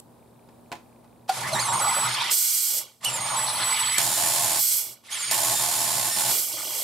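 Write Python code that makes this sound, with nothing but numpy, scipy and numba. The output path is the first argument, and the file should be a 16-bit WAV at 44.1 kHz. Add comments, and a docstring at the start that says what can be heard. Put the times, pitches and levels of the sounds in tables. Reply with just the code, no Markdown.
"""Faint ticks of a focus motor over kitchen hum, then the knock of a steel lever: a countertop soda
maker, close by, is pulled three times. On each pull gas whistles through the nozzle and boils into
the water until the bottle is at full pressure. The relief valve then pops, and on the last two pulls
it chatters and squeals. As the lever comes back up, the gas hisses out and the water froths."""
import sys
import numpy as np
from scipy import signal
from scipy.fft import rfft, irfft, next_fast_len
from scipy.io import wavfile
from scipy.ndimage import uniform_filter1d
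from numba import njit

SR = 44100
rng = np.random.default_rng(int(sys.argv[2]) if len(sys.argv) > 2 else 0)


def generate_wav(signal):
    """Clip the signal to [-1, 1] and save it as 16-bit WAV at the path in sys.argv[1]."""
    frames = np.transpose(np.atleast_2d(signal))
    scaled = np.clip(frames, -1, 1) * 32767
    pcm = np.round(scaled).astype(np.int16)
    wavfile.write(sys.argv[1], SR, pcm)


N = 301291
T = np.arange(N) / SR

# Levels in the tables are fader settings; each layer adds its own trim.
# kitchen air: freq_hz, gain_db
AIR_EQ = [(25, -8), (70, 1), (150, 1.5), (300, 0), (550, -2), (930, -4), (1300, -15), (2400, -26),
          (4200, -24.5), (6000, -30), (9000, -23), (16000, -29)]
# motor hum: pitch_hz, level_db
HUM_PARTIALS = [(119, -64.5), (237, -61)]
# room tone sinks under the gas, then partly returns: time_s, gain_db
ROOM_FADER = [(1.28, 0), (2.3, -14), (6.83, -5.5)]

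# the lever takes up its play: start_s, level_db, scrape_boost_db
LEVER_KNOCKS = [(.488, -57, 7), (0.7173, -30.5, 1.5), (.7245, -29.5, 0), (.753, -47, 5), (1.044, -49, -6)]
# ring of the steel lever: pitch_hz, level_db, t60_s
LEVER_MODES = [(342, -6, .31), (1007, 0.5, .15), (1464, -11, .22), (2056, -13, 0.14), (2525, -12, .22)]
# ring of the machine head at a damping of 1: pitch_hz, level_db, t60_s
HEAD_MODES = [(339.5, -12, 0.11), (561, -9, 0.041), (704, 2.5, 0.045), (780, -5, 0.035), (840, -2.5, 0.059),
              (945, -1, 0.038), (1050, 0, 0.035), (1115, -11.5, 0.031), (1510, -13.5, 0.033),
              (1800, -11.5, 0.029), (4180, -12, .02)]
# lever scrape: freq_hz, gain_db
SCRAPE_EQ = [(150, -6), (340, 9), (520, 2), (1500, 3.5), (4200, -4.5), (9000, -11.5), (15000, -22)]

# first big bubbles out of the nozzle: start_s, pitch_hz, level_db, ring_cycles
GULP_BUBBLES = [(1.2905, 758, -3.5, 53), (1.295, 685, -17, 36), (1.293, 1420, -20, 77),
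                (1.524, 641, -10, 28), (1.541, 805.4, -10, 25)]
# their spray: freq_hz, gain_db
SPRAY_EQ = [(200, -22), (450, 0.5), (5000, 0.5), (7000, -6), (12500, -10.5), (15000, -22)]
# lever pulls, with their jet, large and fine bubbles and churn: crack_s, open_s, full_s, jet_db,
# large_first_db, large_mid_db, large_first_hz, fine_first_db, fine_last_db, churn_db
LEVER_PULLS = [(1.287, 1.323, 2.26, -47.5, -39.5, -27, 863, -45.5, -29.5, -43),
               (3.011, 3.037, 3.975, -48.5, -37.5, -30.5, 900, -41, -30, -46),
               (5.039, 5.129, 5.305, -49.5, -49.5, -42.5, 1108, -37, -34.5, -65)]
# hiss of the gas jet: freq_hz, gain_db
JET_EQ = [(100, -23), (400, -8), (1000, 2.5), (4500, 0.5), (6400, 0), (8300, 1.5), (11000, -1), (12600, -8),
          (13600, -20), (16000, -28)]
# bottle wall, heard on the fine bubbles: freq_hz, gain_db
BOTTLE_EQ = [(2000, 5), (2700, -4), (3200, -1), (4200, -2.5), (4550, 3), (4800, -5), (5100, 4),
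             (6200, -4.5)]
# rumble of moving water: freq_hz, gain_db
WATER_EQ = [(45, -29), (80, -14), (100, -16.5), (116, 1.5), (128, 0.5), (160, -13), (200, -9), (265, -22),
            (380, -14), (600, -24.5), (1200, -40)]
# big heaves of the water: peak_s, level_db
WATER_HEAVES = [(1.56, -37.5), (1.76, -38), (3.39, -43), (3.61, -45.5), (4.23, -40.5), (5.51, -46)]
# runs of like-sized bubbles: start_s, end_s, first_hz, last_hz, level_db
GURGLES = [(1.402, 1.435, 1050, 760, -35), (1.435, 1.495, 1760, 2080, -33.5),
           (1.526, 1.581, 647, 1300, -31), (1.554, 1.6, 1700, 2000, -29.5), (1.68, 1.76, 960, 880, -31),
           (1.8, 1.87, 1300, 1200, -29), (1.85, 1.93, 740, 1040, -30), (2.02, 2.065, 1120, 1400, -31),
           (2.176, 2.22, 1020, 980, -30.5), (2.2, 2.228, 3550, 3950, -30.5),
           (2.255, 2.299, 3200, 2700, -35), (3.33, 3.385, 1080, 930, -29.5), (3.585, 3.63, 1250, 1700, -34),
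           (3.465, 3.51, 4250, 3900, -34), (3.613, 3.638, 3998, 4130, -31), (3.695, 3.718, 1000, 1000, -33),
           (3.753, 3.798, 3200, 2950, -35), (3.802, 3.828, 990, 960, -31), (3.818, 3.842, 3300, 3150, -33)]

# passage that the whistle sounds through: freq_hz, gain_db
NOZZLE_EQ = [(2000, -19.5), (3000, -11), (4400, -22), (6000, -19.5), (6800, -4), (7950, 1), (8120, -7),
             (8950, -2), (9900, -6.5), (10120, -2), (11200, -17), (12100, -16.5), (14000, -38)]
# warble as the valve is first eased open: time_s, pitch_hz, level_db, squeal_db
WARBLE_PATH = [(1.522, 2130, -51, 16), (1.534, 2090, -29, 17), (1.56, 1850, -33.5, 17.5),
               (1.582, 1890, -34.5, 17), (1.601, 2130, -29.5, 24), (1.609, 2470, -27, 19),
               (1.634, 2180, -32, 18.5), (1.668, 2080, -29.5, 5), (1.682, 1950, -28, 6),
               (1.723, 1845, -32, 3), (1.742, 2225, -28.5, 0), (1.785, 2205, -30, -2),
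               (1.808, 2090, -29, -2), (1.826, 1985, -37, -2)]
# chirps as the valve shifts: peak_s, top_hz, low_hz, level_db, squeal_db
NOZZLE_CHIRPS = [(3.068, 2990, 2380, -30, 12), (3.147, 2480, 2190, -29, 0), (5.137, 3335, 2400, -29.5, 4),
                 (5.208, 2450, 2260, -32.5, 8)]
# the whistle locks on a note: start_s, end_s, pitch_hz, level_db, roughness_ratio
HELD_NOTES = [(1.822, 2.066, 1984, -24, .0045), (2.091, 2.15, 2240, -34, .012),
              (3.21, 3.35, 2235, -31, .005), (3.367, 3.445, 1990, -26.5, .015),
              (3.451, 3.64, 2022, -31, .005), (3.645, 3.976, 1984, -24.5, .003),
              (5.228, 5.308, 2245, -31, .004)]

# relief valve snapping open: peak_s, level_db, rise_s, t60_s
VALVE_POPS = [(2.316, -20, .05, 0.072), (3.048, -21, .02, 0.039), (3.9825, -11.5, .001, 0.015),
              (5.312, -18.5, .002, 0.024)]
# spells of valve chatter: start_s, end_s, hiss_db, knock_db
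CHATTER_SPELLS = [(3.983, 4.132, -24, -35.5), (4.171, 4.583, -23, -34), (5.314, 5.546, -23.5, -33.5),
                  (5.593, 6.103, -24.5, -36), (6.164, 6.312, -24, -36)]
# gas spat from the valve: freq_hz, gain_db
SPIT_EQ = [(80, -23), (200, -13.5), (500, -12), (1400, -7.5), (2400, -7), (4200, -2.5), (6400, -4),
           (7100, 3), (7500, 0), (10500, -0.5), (12500, -3), (13400, -10), (14500, -8.5), (16000, -21)]
# resonances of the valve's port: centre_hz, width_hz, gain_db
PORT_PEAKS = [(1800, 140, 3), (5300, 95, 5.5), (7150, 200, 1.5)]

# gas let out as the lever rises:
# start_s, end_s, attack_s, release_s, rush_db, top_db, note_db, note_first_hz
VENT_BLASTS = [(2.318, 2.789, .05, 0.15, -23, -27, -28, 14000),
               (4.594, 4.775, 0.047, 0.48, -24, -26, -26.5, 12050),
               (6.308, 6.394, 0.13, 0.75, -26.5, -27.5, -29.5, 11420),
               (6.757, 6.83, 1.3, .8, -31, -34, -34, 11600)]
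# body of the vent's rush: freq_hz, gain_db
RUSH_EQ = [(150, -40), (600, -28), (1700, -19.5), (3600, -11.5), (4400, -6), (6400, -4.5), (7000, -5),
           (7800, 1), (9000, -2), (10500, -8), (13000, -23)]
# its sharp top: freq_hz, gain_db
TOP_EQ = [(6000, -52), (9500, -26.5), (10900, -5), (11700, 1.5), (12400, -2.5), (13400, -3.5), (15000, -5),
          (16000, -12)]
# hollow resonances and notches of the vent passage: centre_hz, width_hz, gain_db
VENT_PEAKS = [(1480, 120, 5.5), (1690, 160, -10), (2250, 200, 3.5), (2630, 110, -14), (2870, 130, 5),
              (3370, 220, 5.5), (3620, 130, -14), (5880, 200, 2)]
# the water froths as the pressure drops: start_s, end_s, level_db
FROTH_BOUTS = [(2.32, 2.327, -47.5), (2.75, 2.816, -48), (4.741, 4.899, -52.5), (6.338, 6.35, -37.5),
               (6.547, 6.83, -42.5)]
# the relief valve hangs half open: start_s, end_s, pitch_hz, hiss_db, partial_1_db ... 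partial_5_db
VALVE_STALLS = [(4.138, 4.169, 1783, -25, -47, -46, -48, -40, -41),
                (5.555, 5.618, 1812, -25.5, -45, -39.5, -48, -36, -39),
                (6.112, 6.16, 1820, -27.5, -42, -47, -36.5, -42, -33.5)]

# first echoes off hard surfaces close by: left_delay_s, right_delay_s, level_db
EARLY_ECHOES = [(.00085, 0.00093, -19.5), (.0034, 0.0035, -14.5)]
# the machine stands a little to the right: freq_hz, left_minus_right_db
PAN_EQ = [(110, 1.5), (700, -0.5), (2400, -1.5), (4400, -1.5), (8100, -2.5), (15000, -8)]

TOP_HZ = 15700


def undb(db):
    """Decibels to gain."""
    return np.exp(np.asarray(db) * (np.log(10) / 20))


def unit(x):
    """Scale to rms 1."""
    return x / np.sqrt(np.mean(x ** 2))


def curve(rows, column=1):
    """One column of a table, joined by straight lines in time."""
    rows = np.array(rows)
    return np.interp(T, rows[:, 0], rows[:, column])


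def walk(rate_hz, t=T):
    """Smooth random drift with a spread near 1."""
    knots = rng.standard_normal(N // 20)
    return np.interp(t * rate_hz, np.arange(len(knots)), knots)


def gate(start, end, attack_s, release_s, t=T):
    """Full between start and end; rises and falls by 60 dB over attack and release."""
    outside = np.maximum(start - t, 0) / attack_s + np.maximum(t - end, 0) / release_s
    return undb(-60 * np.minimum(outside, 5))


def burst(start, t60):
    """A hard attack and an exponential fall."""
    return (T >= start) * undb(-60 * np.clip((T - start) / t60, 0, 5))


def progress(start, end):
    """A ramp from 0 to 1 between two moments."""
    return np.clip((T - start) / (end - start), 0, 1)


def fade(start, db_per_s, t=T):
    """A steady loss of level after the start."""
    return undb(-db_per_s * np.maximum(t - start, 0))


def colour(x, eq, amount=1):
    """Filter through an EQ curve of freq_hz, gain_db points."""
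    hz, db = np.transpose(eq)
    size = next_fast_len(N + 4096, real=True)
    f = np.maximum(np.fft.rfftfreq(size, 1 / SR), 1)
    gain = undb(amount * np.interp(np.log(f), np.log(hz), db))
    return irfft(rfft(x, size) * gain, size)[..., :N]


def pipe(eq, peaks):
    """An EQ curve with the resonances and notches of a passage laid over it."""
    hz, db = np.transpose(eq)
    f = np.geomspace(hz[0], hz[-1], 1200)
    lift = sum(gain_db / (1 + (2 * (f - centre) / width) ** 2) for centre, width, gain_db in peaks)
    return np.column_stack([f, np.interp(np.log(f), np.log(hz), db) + lift])


def hiss(eq, spread):
    """Stereo turbulence, wider towards the treble."""
    side = spread * colour(rng.standard_normal(N), [(300, -4.5), (3000, -5), (9000, 0)])
    return unit(colour(rng.standard_normal(N) + side * np.array([[1], [-1]]), eq))


def reverberate(x, t60, wet_db):
    """Add a short dense tail, different at each ear."""
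    t = T[:SR // 3]
    tail = rng.standard_normal((2, len(t))) * undb(-60 * t / t60) * (t > .002)
    tail /= np.sqrt(np.sum(tail ** 2, axis=1, keepdims=True))
    return x + undb(wet_db) * signal.fftconvolve(np.atleast_2d(x), tail, axes=1)[:, :N]


@njit
def rings(start, hz, cycles, size, glide):
    """Sine pings that die by 60 dB over their cycles; glide bends them upward like bubbles."""
    out = np.zeros(N)
    for k in range(len(start)):
        first, count = int(start[k] * SR), int(cycles[k] / hz[k] * SR) + 2
        spring = 2 * np.sin(np.pi * hz[k] / SR)
        stiffen = (2 * np.sin(np.pi * hz[k] * (1 + glide) / SR) - spring) / count
        loss, swell = np.exp(-6.9 / count), np.exp(-spring / 4)
        gain, onset, place, speed = size[k], 1., 0., 1.
        for i in range(first, min(first + count, N)):
            place += spring * speed
            speed -= spring * place
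            spring, gain, onset = spring + stiffen, gain * loss, onset * swell
            out[i] += gain * (1 - onset) * place
    return out


def bubbles(centre_hz, per_s, scatter, cycles, range_db):
    """A stream of bubbles scattered round a centre pitch, levelled to an rms of 1."""
    when, pitch, life, size = rng.random((int(per_s * N / SR), 4)).T
    when = when * T[-1]
    octaves = scatter * .5 * np.log((pitch + .02) / (1.02 - pitch))
    hz = np.interp(when, T, centre_hz + 0 * T) * 2 ** octaves
    gain = undb(-range_db * size) * np.sqrt(hz)
    stream = rings(when, np.minimum(hz, SR / 3), cycles * (.5 + life), gain, glide=0.083)
    return stream / np.sqrt(np.abs(uniform_filter1d(stream ** 2, size=1400)) + 1e-9)


def room_tone():
    """The bed: kitchen air and the wavering hum of a motor."""
    hum = 0
    for hz, db in HUM_PARTIALS:
        phase = 2 * np.pi * np.cumsum(hz * (1 + 0.0058 * walk(8))) / SR
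        hum += undb(db) * np.sqrt(2) * np.sin(phase)
    air = hiss(AIR_EQ, spread=0.91) * undb(-54.5 + .8 * walk(5.4))
    return (air + hum) * undb(curve(ROOM_FADER))


def focus_ticks(start_s=.1269, step_s=.01669, count=69, low_hz=2400., high_hz=3750., cycles=20.):
    """A small focus motor close by steps evenly, ticking faintly on two notes in turn."""
    steps = np.arange(count)
    hz = np.where(steps % 2, high_hz, low_hz)
    gain = undb(-50 - 13 * rng.random(count)) * low_hz / hz
    return rings(start_s + step_s * steps, hz, np.full(count, cycles), gain, glide=0.)


def lever(ring_db=-11, tail_db=-19, tail_s=0.28):
    """The lever takes up its play: a knock through the head, a short scrape, then ringing steel."""
    push = sum(undb(db) * burst(s, 0.0043) for s, db, _ in LEVER_KNOCKS) * rng.standard_normal(N)
    t = T[:SR // 2]
    steel = sum(undb(db - 60 * t / t60) * np.sin(2 * np.pi * hz * t) for hz, db, t60 in LEVER_MODES)
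    ringing, scrape = np.zeros((2, N))
    for s, db, boost_db in LEVER_KNOCKS:
        ringing[int(s * SR):][:len(t)] += undb(db + ring_db) * steel
        scrape += undb(db + boost_db) * (burst(s, 0.037) + undb(tail_db) * burst(s, tail_s))
    return 0.27 * head(push, damping=0.53) + ringing + 0.64 * scrape * hiss(SCRAPE_EQ, spread=.5)


def head(push, damping):
    """The machine head rings with whatever pushes it."""
    t = T[:SR // 5]
    ring = sum((-1) ** k * undb(db - 60 * t * damping / t60) * np.sin(2 * np.pi * hz * t)
               for k, (hz, db, t60) in enumerate(HEAD_MODES))
    return signal.fftconvolve(push, ring / np.abs(ring).max())[:N]


def gulps(rise_s=0.0075):
    """Big bubbles swell over a few cycles and ring; the first comes with a spurt of spray."""
    out = 0
    for s, hz, db, cycles in GULP_BUBBLES:
        envelope = burst(s, cycles / hz) * progress(s, s + rise_s) ** 2
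        out += undb(db) * envelope * np.sin(2 * np.pi * hz * (T - s))
    spray_db = np.interp(T, [1.278, 1.296, 1.312, 1.335], [-56, -26.5, -39, -52], left=-200, right=-200)
    return out + undb(spray_db) * hiss(SPRAY_EQ, spread=.4)


def injection(seep_db=-17.5, overrun_s=.04, rise_oct=0.36, fade_db=7.5, clump_db=1.4, wander_oct=.12):
    """The jet hisses and breaks into bubbles in the bottle; rising pressure favours the fine ones."""
    jet_gain = large_gain = fine_gain = 0
    large_hz = LEVER_PULLS[0][6]
    for crack, opened, full, jet_db, early_db, mid_db, first_hz, first_db, last_db, _ in LEVER_PULLS:
        # gas seeps as the valve cracks, then flows fully until just after the bottle is full
        opening = undb(seep_db * (1 - progress(crack, opened) ** 2))
        flow = gate(crack, full + overrun_s, 0.017, 0.09) * opening
        filled = progress(opened, full)
        jet_gain += flow * undb(jet_db)
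        # large bubbles peak in mid-pull and shrink as the pressure builds
        drop_db = np.where(filled < .5, mid_db - early_db, fade_db) * (2 * filled - 1) ** 2
        large_gain += flow * undb(mid_db - drop_db)
        large_hz = np.where(T >= crack, first_hz * 2 ** (rise_oct * filled), large_hz)
        fine_gain += flow * undb(first_db + (last_db - first_db) * filled ** 0.74)
    jet = hiss(JET_EQ, spread=0.72) * undb(11.5 + 2.1 * walk(90)) * jet_gain
    # gas tears off the jet in slugs, so the bubbles come in clumps of like size
    large_hz = large_hz * 2 ** (wander_oct * walk(40))
    large = bubbles(large_hz, per_s=1100, scatter=0.41, cycles=40, range_db=8)
    large *= large_gain * undb(-3.3 + clump_db * walk(45))
    fine_hz = 3350 * 2 ** (wander_oct * walk(60))
    fine = bubbles(fine_hz, per_s=2600, scatter=0.48, cycles=65, range_db=9)
    fine = colour(fine, BOTTLE_EQ) * fine_gain * undb(clump_db * walk(35))
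    return jet + reverberate(large + fine + gurgles(), t60=0.09, wet_db=-7)


def water(lag_s=0.059, rise_s=0.32, settle_s=0.18, heave_s=0.036, chatter_db=-46.5, slosh_db=-61):
    """Low end: the water churns as gas passes through, heaves now and then, and sloshes as it froths."""
    pulls = [gate(opened + lag_s, full, rise_s, settle_s) * undb(db - 4 * progress(opened, full))
             for _, opened, full, *_, db in LEVER_PULLS]
    spells = [gate(start, end, rise_s, settle_s) * undb(chatter_db) for start, end, *_ in CHATTER_SPELLS]
    churn = np.max(pulls + spells, axis=0)
    heaves = sum(undb(db) * np.exp(-((T - s) / heave_s) ** 2) for s, db in WATER_HEAVES)
    slosh = undb(slosh_db) * sum(froth_swell(start, end) for start, end, _ in FROTH_BOUTS)
    motion = np.sqrt(churn ** 2 + heaves ** 2 + slosh ** 2)
    return hiss(WATER_EQ, spread=0.32) * motion * undb(2 * walk(18))


def gurgles(cycles=36., count=24, scatter_oct=.1):
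    """Quick runs of bubbles that glide in pitch as they split or merge."""
    start, end, first_hz, last_hz, db = np.transpose(GURGLES)[..., None]
    jitter, pitch = rng.random((len(GURGLES), 2, count)).swapaxes(0, 1)
    along = (np.arange(count) + jitter) / count
    when = start + (end - start) * along
    hz = first_hz * (last_hz / first_hz) ** along * 2 ** (scatter_oct * (2 * pitch - 1))
    gain = undb(db) * np.sqrt(4 * np.log(1000) * (end - start) * hz / (count * cycles))
    return rings(when.ravel(), hz.ravel(), np.full(hz.size, cycles), gain.ravel(), glide=.025)


def nozzle_tone(t, hz, rough, squeal_db, waver=0.0014, flutter_db=1.6):
    """A wavering harmonic stack shaped by the nozzle; a narrow opening makes the low partials squeal."""
    hz = hz * (1 + waver * walk(35, t) + rough * walk(900, t))
    phase = 2 * np.pi * np.cumsum(hz) / SR
    orders = np.arange(1, 8)[:, None]
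    partial_hz = orders * hz
    flutter = flutter_db * np.array([walk(45, t) for _ in orders])
    gains = undb(np.interp(partial_hz, *np.transpose(NOZZLE_EQ)) + flutter)
    gains /= np.sqrt(np.sum(gains ** 2, axis=0) / 2)
    squeal = undb(squeal_db * np.interp(partial_hz, [2400, 2900, 5500, 6800], [0, 1, 1, 0]))
    partials = gains * squeal * np.sin(orders * phase) * (partial_hz < TOP_HZ)
    return partials.sum(axis=0) * undb(flutter_db * walk(65, t))


def whistle(arc_s=0.029, droop=.012, droop_s=0.02008):
    """Gas sings in the nozzle: a rough warble, chirps that arch in pitch, and purer held notes."""
    out = np.zeros(N)
    near = (T > WARBLE_PATH[0][0]) & (T < WARBLE_PATH[-1][0])
    hz, db, squeal_db = (curve(WARBLE_PATH, column)[near] for column in (1, 2, 3))
    warble = nozzle_tone(T[near], hz, rough=0.024, squeal_db=squeal_db, waver=.008, flutter_db=3)
    out[near] = warble * undb(db - 1)
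    for s, top_hz, low_hz, db, squeal_db in NOZZLE_CHIRPS:
        near = np.abs(T - s) < .12
        t = T[near]
        hz = low_hz + (top_hz - low_hz) * np.exp(-((t - s) / arc_s) ** 2)
        envelope = undb(db) * gate(s - .007, s, 0.064, .36, t)
        out[near] += nozzle_tone(t, hz, rough=0.026, squeal_db=squeal_db, waver=.005) * envelope
    for start, end, pitch_hz, db, rough in HELD_NOTES:
        near = (T > start - .05) & (T < end + .05)
        t = T[near]
        # a note slides up into tune, weakens as it is held and droops before it breaks
        outside_s = np.maximum(start - t, t - end)
        hz = pitch_hz * (1 - droop * np.exp(np.minimum(outside_s / droop_s, 1)))
        envelope = undb(db) * gate(start, end, .05, 0.059, t) * fade(start, db_per_s=9, t=t)
        out[near] += nozzle_tone(t, hz, rough, squeal_db=0) * envelope
    return out


def froth_swell(start, end):
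    """The slow rise and fall of one bout of froth."""
    return gate(start, end, attack_s=0.47, release_s=0.37)


def relief_valve(chatter_hz=78.94, puff_s=0.0055, scatter_db=1.5):
    """The valve pops, or chatters on its seat: each lift spits gas and shakes the head."""
    gap, size = rng.standard_normal((700, 2)).T
    lifts = np.append(0, np.cumsum(np.clip(1 + .15 * gap[1:], .5, 2) / chatter_hz))
    latest = np.searchsorted(lifts, T, side="right") - 1
    age = (T - lifts[latest]) / puff_s
    strength = undb(scatter_db * size[latest])
    puffs = unit(np.exp(-age) * (1 - np.exp(-5 * age)) * strength)
    gas = knock = 0
    for start, end, hiss_db, knock_db in CHATTER_SPELLS:
        spell = gate(start, end, 0.018, 0.088) * fade(start, db_per_s=2)
        gas = np.maximum(gas, spell * undb(hiss_db))
        knock += spell * undb(knock_db)
    for start, end, _, hiss_db, *_ in VALVE_STALLS:
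        gas = np.maximum(gas, gate(start, end, .04, .04) * undb(hiss_db))
    # when the seat hardly knocks, the valve stays open and the gas flows evenly
    depth = np.clip(knock / undb(-32), 0, 1)
    flow = (1 + depth * puffs) / np.sqrt(1 + 2 * depth * puffs.mean() + depth ** 2)
    kicks = np.diff(latest, prepend=0) * strength
    rattle = .045 * flow * rng.standard_normal(N)
    push = colour(kicks + rattle, [(40, -14), (300, -9), (700, -0.5)])
    body = unit(head(push, damping=.95)) * knock * undb(1)
    pops = sum(undb(db) * gate(s, s, rise_s, t60) for s, db, rise_s, t60 in VALVE_POPS)
    return hiss(pipe(SPIT_EQ, PORT_PEAKS), spread=0.57) * (flow * gas + pops) + body


def venting(seal_share=0.34, seal_s=0.092, trickle_db=-22.5, trickle_s=0.72):
    """Gas rushes from the open vent while the water froths up and fizzes."""
    rush_gain = top_gain = note = 0
    for start, end, attack_s, release_s, rush_db, top_db, note_db, first_hz in VENT_BLASTS:
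        # part-way through its release the vent shuts quickly, and the last gas trickles out
        seal = gate(0, end + seal_share * release_s, attack_s, seal_s)
        blast = gate(start, end, attack_s, release_s) * seal
        trickle = undb(trickle_db) * gate(start, end, attack_s, trickle_s)
        flow = np.maximum(blast, trickle) * fade(start, db_per_s=8.5)
        rush_gain += flow * undb(rush_db)
        top_gain += flow * undb(top_db)
        note += flow * undb(note_db - 2) * vent_note(start, first_hz)
    rush = hiss(pipe(RUSH_EQ, VENT_PEAKS), spread=0.48) * rush_gain * undb(-0.5 + 0.79 * walk(120))
    top = hiss(TOP_EQ, spread=0.56) * top_gain * undb(-0.5 + walk(60))
    return rush + top + note + froth()


def vent_note(start, first_hz, rest_hz=11420, sag_s=.24, width_hz=1100):
    """A narrow band of turbulence rings at the vent; its pitch sags as the pressure falls."""
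    hz = rest_hz + (first_hz - rest_hz) * np.exp(-np.maximum(T - start, 0) / sag_s)
    phase = 2 * np.pi * np.cumsum(hz) / SR
    return walk(width_hz) * np.cos(phase) + walk(width_hz) * np.sin(phase)


def froth():
    """Low foam and bright fizz rise as the pressure drops, heard through the vent passage."""
    foam = bubbles(742, per_s=700, scatter=0.7, cycles=16, range_db=4.5)
    fizz = bubbles(4120, per_s=2200, scatter=0.692, cycles=40, range_db=7)
    hollow = colour(undb(-2) * foam + undb(3.5) * fizz, pipe([(200, 0), (12000, 0)], VENT_PEAKS))
    envelope = sum(froth_swell(start, end) * undb(db) for start, end, db in FROTH_BOUTS)
    return reverberate(hollow, t60=0.086, wet_db=-11) * envelope


def stall_squeal(rough=0.0068, flutter_db=2):
    """The half-open relief valve squeals, favouring different overtones each time."""
    out = np.zeros(N)
    for start, end, pitch_hz, _, *partials in VALVE_STALLS:
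        near = (T > start - .05) & (T < end + .05)
        t = T[near]
        phase = 2 * np.pi * np.cumsum(pitch_hz * (1 + rough * walk(600, t))) / SR
        tone = sum(undb(db + flutter_db * walk(60, t)) * np.sin(k * phase)
                   for k, db in enumerate(partials, 1))
        out[near] += np.sqrt(2) * tone * gate(start, end, .03, .03, t)
    return out


def kitchen(x):
    """Steel body, wall and counter give a hollow, metallic colour; the room adds its tail."""
    echoes = sum(undb(db) * np.array([np.roll(side, int(delay * SR)) for side, delay in zip(x, delays)])
                 for *delays, db in EARLY_ECHOES)
    return reverberate(x + echoes, t60=.2, wet_db=-11)


def scene():
    """The mix: the machine a little to the right, over the ticks and the room tone."""
    gas = whistle() + stall_squeal() + injection() + gulps() + water() + relief_valve() + venting()
    left, right = kitchen(gas + lever())
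    machine = np.array([colour(left, PAN_EQ, amount=0.49), colour(right, PAN_EQ, amount=-0.5)])
    return machine + focus_ticks() + room_tone()


def record(dry):
    """Master EQ: thin the deep bass and cut the very top."""
    thin = signal.sosfilt(signal.butter(2, 65, "high", fs=SR, output="sos"), dry)
    return signal.sosfilt(signal.ellip(10, .2, 80, TOP_HZ, fs=SR, output="sos"), thin)


dry = scene()
out = record(dry)
generate_wav(out)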